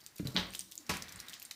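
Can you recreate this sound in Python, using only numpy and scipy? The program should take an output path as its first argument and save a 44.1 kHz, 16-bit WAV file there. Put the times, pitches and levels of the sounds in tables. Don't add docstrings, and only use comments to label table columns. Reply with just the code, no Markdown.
import sys
import numpy as np
from scipy import signal
from scipy.io import wavfile
from scipy.ndimage import uniform_filter1d

SR = 44100
rng = np.random.default_rng(int(sys.argv[2]) if len(sys.argv) > 2 else 0)


def digitize_waveform(pressure):
    field = np.atleast_2d(pressure).T
    bounded = np.clip(field, -1, 1)
    quanta = np.round(bounded * 32767).astype(np.int16)
    wavfile.write(sys.argv[1], SR, quanta)


N = 68355

# (time [s], level [dB], ping pitch [Hz], ping gain [dB], spray gain [dB],
# ping decay [s], spray decay [s])
NEAR_DROPS = [(0.0034, -47.5, 3280, -6, -4, 0.0016, 0.00095),
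              (0.0152, -56, 4560, 9.5, -5.5, 0.0012, 0.0012),
              (0.0628, -35.5, 6360, -12, -12, 0.0009, 0.0013), (0.0653, -40, 13900, 0, -18, 0.0009, 0.0017),
              (0.1587, -44, 14000, 1, 2.5, 0.00099, 0.00053), (0.182, -41, 2490, -9.5, -2, 0.0025, 0.0014),
              (0.2704, -25, 4030, -3.5, -18.5, 0.0016, 0.0029),
              (0.5046, -38, 8500, -1, -14, 0.00083, 0.0012), (0.5356, -34.5, 2740, 0, -12, 0.00062, 0.0016),
              (0.5488, -26.5, 3470, 2.5, -10.5, 0.00035, 0.0025),
              (0.5708, -43, 7200, -11, -3, 0.0008, 0.0024),
              (0.5923, -18.5, 8530, -3.5, -13.5, 0.00059, 0.0014),
              (0.6066, -25, 6040, -4, -12.5, 0.00037, 0.0024),
              (0.7132, -37, 13300, -7, -9, 0.00067, 0.0014),
              (0.7193, -36.5, 3710, -7.5, -4, 0.0027, 0.0013), (0.754, -53, 4670, -15, 5, 0.00083, 0.0013),
              (0.7776, -30, 6940, 5, -13, 0.00056, 0.0023), (0.8653, -39.5, 5700, -5, -1, 0.0012, 0.00072),
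              (0.9675, -28.5, 2340, -4, -6.5, 0.0013, 0.0018),
              (1.0215, -28.5, 5560, 1.5, -11, 0.00048, 0.0018),
              (1.082, -35, 3780, -3, -8.5, 0.0009, 0.0019), (1.0923, -34.5, 5900, -3, -10, 0.001, 0.0022),
              (1.1205, -42.5, 2890, -14, -8, 0.00058, 0.0044),
              (1.1586, -32.5, 8600, -1, -21.5, 0.00044, 0.0034),
              (1.1906, -36.5, 4050, -7, -9, 0.0027, 0.0035), (1.1996, -32, 5620, -4, -7, 0.0016, 0.0033),
              (1.283, -30.5, 3730, -6.5, -10, 0.0027, 0.0024),
              (1.295, -27, 8170, -12, -10.5, 0.00052, 0.002), (1.3243, -35, 3650, -15, -5, 0.0006, 0.0014),
              (1.332, -29, 3250, -3, -14, 0.00068, 0.0014), (1.337, -33, 3500, -1.5, -9, 0.00052, 0.0015),
              (1.3973, -44, 12300, 3, 0.5, 0.00098, 0.0019),
              (1.4187, -33.5, 2580, -5.5, -4.5, 0.0009, 0.0014),
              (1.4257, -31, 12950, -0.5, -16, 0.0006, 0.0022),
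              (1.4506, -32.5, 8850, -1, -5.5, 0.00076, 0.0016),
              (1.5097, -29, 4040, -4, -5.5, 0.001, 0.0017)]
# (frequency [Hz], level [dB])
SPRAY_SPECTRUM = [(200, -10), (1200, -18), (2200, -5.5), (4000, 4.5), (6000, 5.5), (8500, 4), (10500, 1),
                  (13500, 1), (16000, 1)]
# (time [s], level [dB], pitch [Hz], decay [s], upper mode gain [dB], boom gain [dB])
BOOT_IMPACTS = [(.198, -27.5, 181, 0.0071, -6.5, -31), (.229, -36, 126, 0.0089, -2.5, -32),
                (.252, -30.5, 140, 0.014, -9.5, -40), (.281, -36.5, 128, 0.019, -21, -32),
                (0.347, -33.5, 186.7, 0.029, -8, -19), (.368, -40.5, 193.2, 0.02, -2, -2.5),
                (0.892, -41, 198.7, 0.03, -6.5, -1), (1.147, -54, 112, 0.024, -14, -0.5)]
# (time [s], level [dB], rise [s], decay [s], tilt [dB/octave], cutoff [Hz])
GRAVEL_CRUSHES = [(0.191, -47.5, 0.005, 0.0056, 0, 4960), (.245, -47.5, 0.01, 0.058, -5.5, 5000),
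                  (.35, -38.5, 0.0096, 0.019, -2.5, 3550), (.368, -33.5, 0.0031, 0.034, -1.5, 5960),
                  (.892, -28.5, 0.0034, .016, -1, 16000), (.932, -40.5, 0.0077, 0.022, -0.5, 14000),
                  (1.334, -44, 0.0013, 0.022, 5.5, 7600)]
# (frequency [Hz], level [dB])
GRAVEL_SPECTRUM = [(40, -11), (190, 2.5), (280, 2.5), (400, -4.5), (520, 0.5), (760, -6), (1080, 0.5),
                   (1350, 0), (1700, -0.5), (2300, -0.5), (4000, -3.5), (6500, -6), (10000, -11),
                   (16000, -15)]
# (time [s], level [dB], pitch [ratio], echo gain [dB])
CLACK_AND_PING = [(.3645, -11, 0.96, -1.5), (1.513, -35, 0.592, -11.5)]
# (frequency [Hz], level [dB], t60 [s])
CLACK_AND_PING_MODES = [(2480, -6, 0.0047), (3450, -12, 0.009), (3860, 7, 0.0024), (5750, -19, 0.009)]
# (time [s], level [dB])
GRIT_LEVEL = [(0, -69.5), (0.751, -76.5), (.95, -56), (1.08, -56.5), (1.2, -56), (1.3, -57), (1.4, -64.5),
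              (1.55, -68)]
# (frequency [Hz], level [dB])
GRIT_SPECTRUM = [(40, -24), (180, 6), (450, -4), (900, -1.5), (1900, 6.5), (2900, -2.5), (4300, -1),
                 (7000, -25), (16000, -34)]
# (time [s], gain [dB])
FAR_GAIN = [(0, -3.5), (.05, -6), (0.091, -20.5), (.15, -10), (.18, -5), (0.301, 6.5), (.4, 4), (.56, 0.5),
            (.67, -7), (.83, -11), (1.1, -2.5), (1.251, -8), (1.36, -8.5), (1.45, -6), (1.55, -18)]
# (frequency [Hz], level [dB])
WATER_SPECTRUM = [(25, 8), (60, 7.5), (160, 5.5), (320, 5.5), (500, -1), (1000, -0.5), (2000, -6.5),
                  (4500, -9), (8000, -9.5), (16000, -7.5)]
# (time [s], pitch [Hz], level [dB])
HOLLOW_TONE = [(.62, 331.4, -102), (.69, 331.7, -65), (.75, 310.4, -78), (0.801, 322.7, -56),
               (.85, 248, -73), (.9, 226, -55)]
# (frequency [Hz], t60 [s])
ECHO_T60 = [(60, 0.82), (250, .48), (700, 0.42), (1800, 0.53), (4500, 0.314), (8000, 0.36), (15000, 0.46)]
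# (frequency [Hz], level [dB])
ECHO_SPECTRUM = [(40, 0), (120, 2), (250, -8), (450, 2), (1500, -5), (4000, 0), (8000, -4), (15000, -5)]
# (frequency [Hz], level [dB], t60 [s])
AIR_MODES = [(146, -63, 0.35), (186, -62, 0.53), (295, -64, 0.22), (346, -55.5, .5)]


def drips():
    pings, sprays, t = np.zeros(N), np.zeros(N), seconds(3000)
    ping_delay_s = 0.000897
    for start, db, hz, ping_db, spray_db, ping_decay, spray_decay in NEAR_DROPS:
        add(pings, start + ping_delay_s, amp(db + ping_db) * ping(hz, ping_decay, t))
        spit = grains(len(t), spread_db=8) * burst(t, 0.94 * spray_decay, spray_decay)
        spatter = amp(-13.5) * grains(len(t), spread_db=5) * burst(t, rise_s=0.0053, decay_s=0.006)
        add(sprays, start, amp(db + spray_db) * (spit + spatter))
    sprays = coloured(sprays, SPRAY_SPECTRUM)
    return pings + sprays + cave(amp(-10.5) * pings + amp(-6) * sprays)


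def ping(hz, decay_s, t):
    phase = 2 * np.pi * hz * t * (1 + 1.5 * t)
    return burst(t, rise_s=0.00018, decay_s=decay_s) * np.sin(phase)


def thuds():
    out, t = np.zeros(N), seconds(12000)
    rise_s, upper_ratio, boom_hz = 0.0019, 1.597, 66
    for start, db, hz, decay, upper_db, boom_db in BOOT_IMPACTS:
        body = burst(t, rise_s, decay) * np.sin(2 * np.pi * hz * t)
        upper = burst(t, rise_s, decay_s=0.015) * np.sin(2 * np.pi * upper_ratio * hz * t)
        boom = burst(t, rise_s=0.028, decay_s=0.0069) * np.sin(2 * np.pi * boom_hz * t)
        add(out, start, amp(db) * (body + amp(upper_db) * upper + amp(boom_db) * boom))
    return out


def crunches():
    out, t = np.zeros(N), seconds(12000)
    for start, db, rise, decay, tilt, cutoff_hz in GRAVEL_CRUSHES:
        contacts = grains(len(t), spread_db=2.5) * burst(t, rise, decay)
        crush = coloured(contacts, GRAVEL_SPECTRUM, tilt)
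        add(out, start, amp(db) * muffled(crush, cutoff_hz))
    return out


def clack_and_ping():
    direct, to_walls, t = np.zeros(N), np.zeros(N), seconds(1500)
    for start, db, ratio, echo_db in CLACK_AND_PING:
        scaled_time = t * ratio
        ringing = amp(db) * ring(CLACK_AND_PING_MODES, scaled_time) * onset(scaled_time, 0.00034)
        add(direct, start, ringing)
        add(to_walls, start, amp(echo_db) * ringing)
    return direct + cave(muffled(to_walls, cutoff_hz=6100))


def grit():
    return coloured(grains(N, spread_db=2.15), GRIT_SPECTRUM) * amp(over_time(GRIT_LEVEL))


def cave(x):
    t = seconds(32768)
    first_echo_s, early_db, early_decay_s = 0.0055, 5, 0.006
    reflections = rng.choice([-1., 1.], len(t)) * (rng.random(len(t)) < 0.25)
    hz, when, bands = signal.stft(reflections, SR, nperseg=256)
    bands = bands * amp(over_frequency(ECHO_SPECTRUM, hz))[:, None]
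    bands *= np.exp(-np.log(1000) * when / over_frequency(ECHO_T60, hz)[:, None])
    tail = signal.istft(bands, SR, nperseg=256)[1][:len(t)]
    tail *= 1 + amp(early_db) * np.exp(-t / early_decay_s)
    response = tail / np.linalg.norm(tail) + ring(AIR_MODES, t)
    out = np.zeros(N)
    add(out, first_echo_s, signal.fftconvolve(x, response))
    return out


def far_drips():
    out, t = np.zeros(N), seconds(400)
    drops_per_s, spread_db = 160, 11
    pitches_hz = np.geomspace(3300, 14500, num=24)
    for hz in pitches_hz:
        falls = rng.random(N) < drops_per_s / len(pitches_hz) / SR
        strength = amp(spread_db * np.minimum(rng.exponential(1, N), 2))
        spit = rng.standard_normal(len(t)) * burst(t, rise_s=0.0013, decay_s=0.0016)
        drop = 0.5 * ping(hz, decay_s=0.0015, t=t) + coloured(spit, SPRAY_SPECTRUM)
        out += signal.oaconvolve(falls * strength, drop)[:N]
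    return unit_rms(out) * amp(-57.5 + over_time(FAR_GAIN))


def trickle():
    t, rates_hz = seconds(N), np.geomspace(1, 25, num=20)
    swell = sum(np.sin(2 * np.pi * (hz * t + rng.random())) / np.sqrt(hz) for hz in rates_hz)
    return coloured(rng.standard_normal(N), WATER_SPECTRUM) * amp(-67 + 0.5 * unit_rms(swell))


def hollow_tone():
    times, hz, db = np.transpose(HOLLOW_TONE)
    t = seconds(N)
    slow_noise = uniform_filter1d(rng.standard_normal(N), size=700)
    waver = unit_rms(uniform_filter1d(slow_noise, size=700))
    phase = 2 * np.pi * np.cumsum(np.interp(t, times, hz)) / SR
    sounding = (t > times[0]) & (t < times[-1])
    return amp(np.interp(t, times, db)) * sounding * np.sin(phase + waver)


def grains(size, spread_db):
    strength = amp(spread_db * np.minimum(rng.exponential(1, size // 8 + 1), 4))
    return unit_rms(rng.standard_normal(size) * np.repeat(strength, 8)[:size])


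def ring(modes, t):
    return sum(amp(db) * np.exp(-np.log(1000) * t / t60) * np.sin(2 * np.pi * hz * t)
               for hz, db, t60 in modes)


def onset(t, rise_s):
    return np.sin(np.pi / 2 * np.clip(t / rise_s, 0, 1)) ** 2


def burst(t, rise_s, decay_s):
    return onset(t, rise_s) * np.exp(-np.maximum(t - rise_s, 0) / decay_s)


def coloured(x, spectrum, tilt=0):
    hz = abs(np.fft.fftfreq(4096, 1 / SR))
    log_gain = np.log(amp(over_frequency(spectrum, hz) + tilt * np.log2(np.maximum(hz, 300))))
    taps = np.fft.ifft(np.exp(np.conj(signal.hilbert(log_gain)))).real
    return signal.fftconvolve(x, taps / np.linalg.norm(taps))[:len(x)]


def muffled(x, cutoff_hz):
    return signal.sosfilt(signal.butter(6, cutoff_hz, fs=SR, output="sos"), x)


def over_frequency(points, hz):
    frequencies, values = np.transpose(points)
    return np.interp(np.log(hz + 1), np.log(frequencies + 1), values)


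def over_time(points):
    return np.interp(seconds(N), *np.transpose(points))


def amp(db):
    return 10 ** (np.asarray(db) / 20)


def unit_rms(x):
    return x / np.sqrt(np.mean(x ** 2) + 1e-20)


def seconds(size):
    return np.arange(size) / SR


def add(mix, start_s, sound):
    part = mix[round(start_s * SR):][:len(sound)]
    part += sound[:len(part)]


def scene():
    thud, crunch = thuds(), crunches()
    step_echo = cave(amp(-11.5) * thud + amp(-4) * crunch)
    near = thud + crunch + step_echo + clack_and_ping() + grit() + drips()
    return (near + cave(far_drips()) + trickle() + hollow_tone())[None]


def record(dry):
    low_hz, high_hz = 48, 15550
    low_cut = signal.butter(3, low_hz, btype="highpass", fs=SR, output="sos")
    high_cut = signal.firwin(401, high_hz, window=("kaiser", 8), fs=SR)
    return signal.oaconvolve(signal.sosfilt(low_cut, dry), high_cut[None], "same")


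dry = scene()
out = record(dry)
digitize_waveform(out)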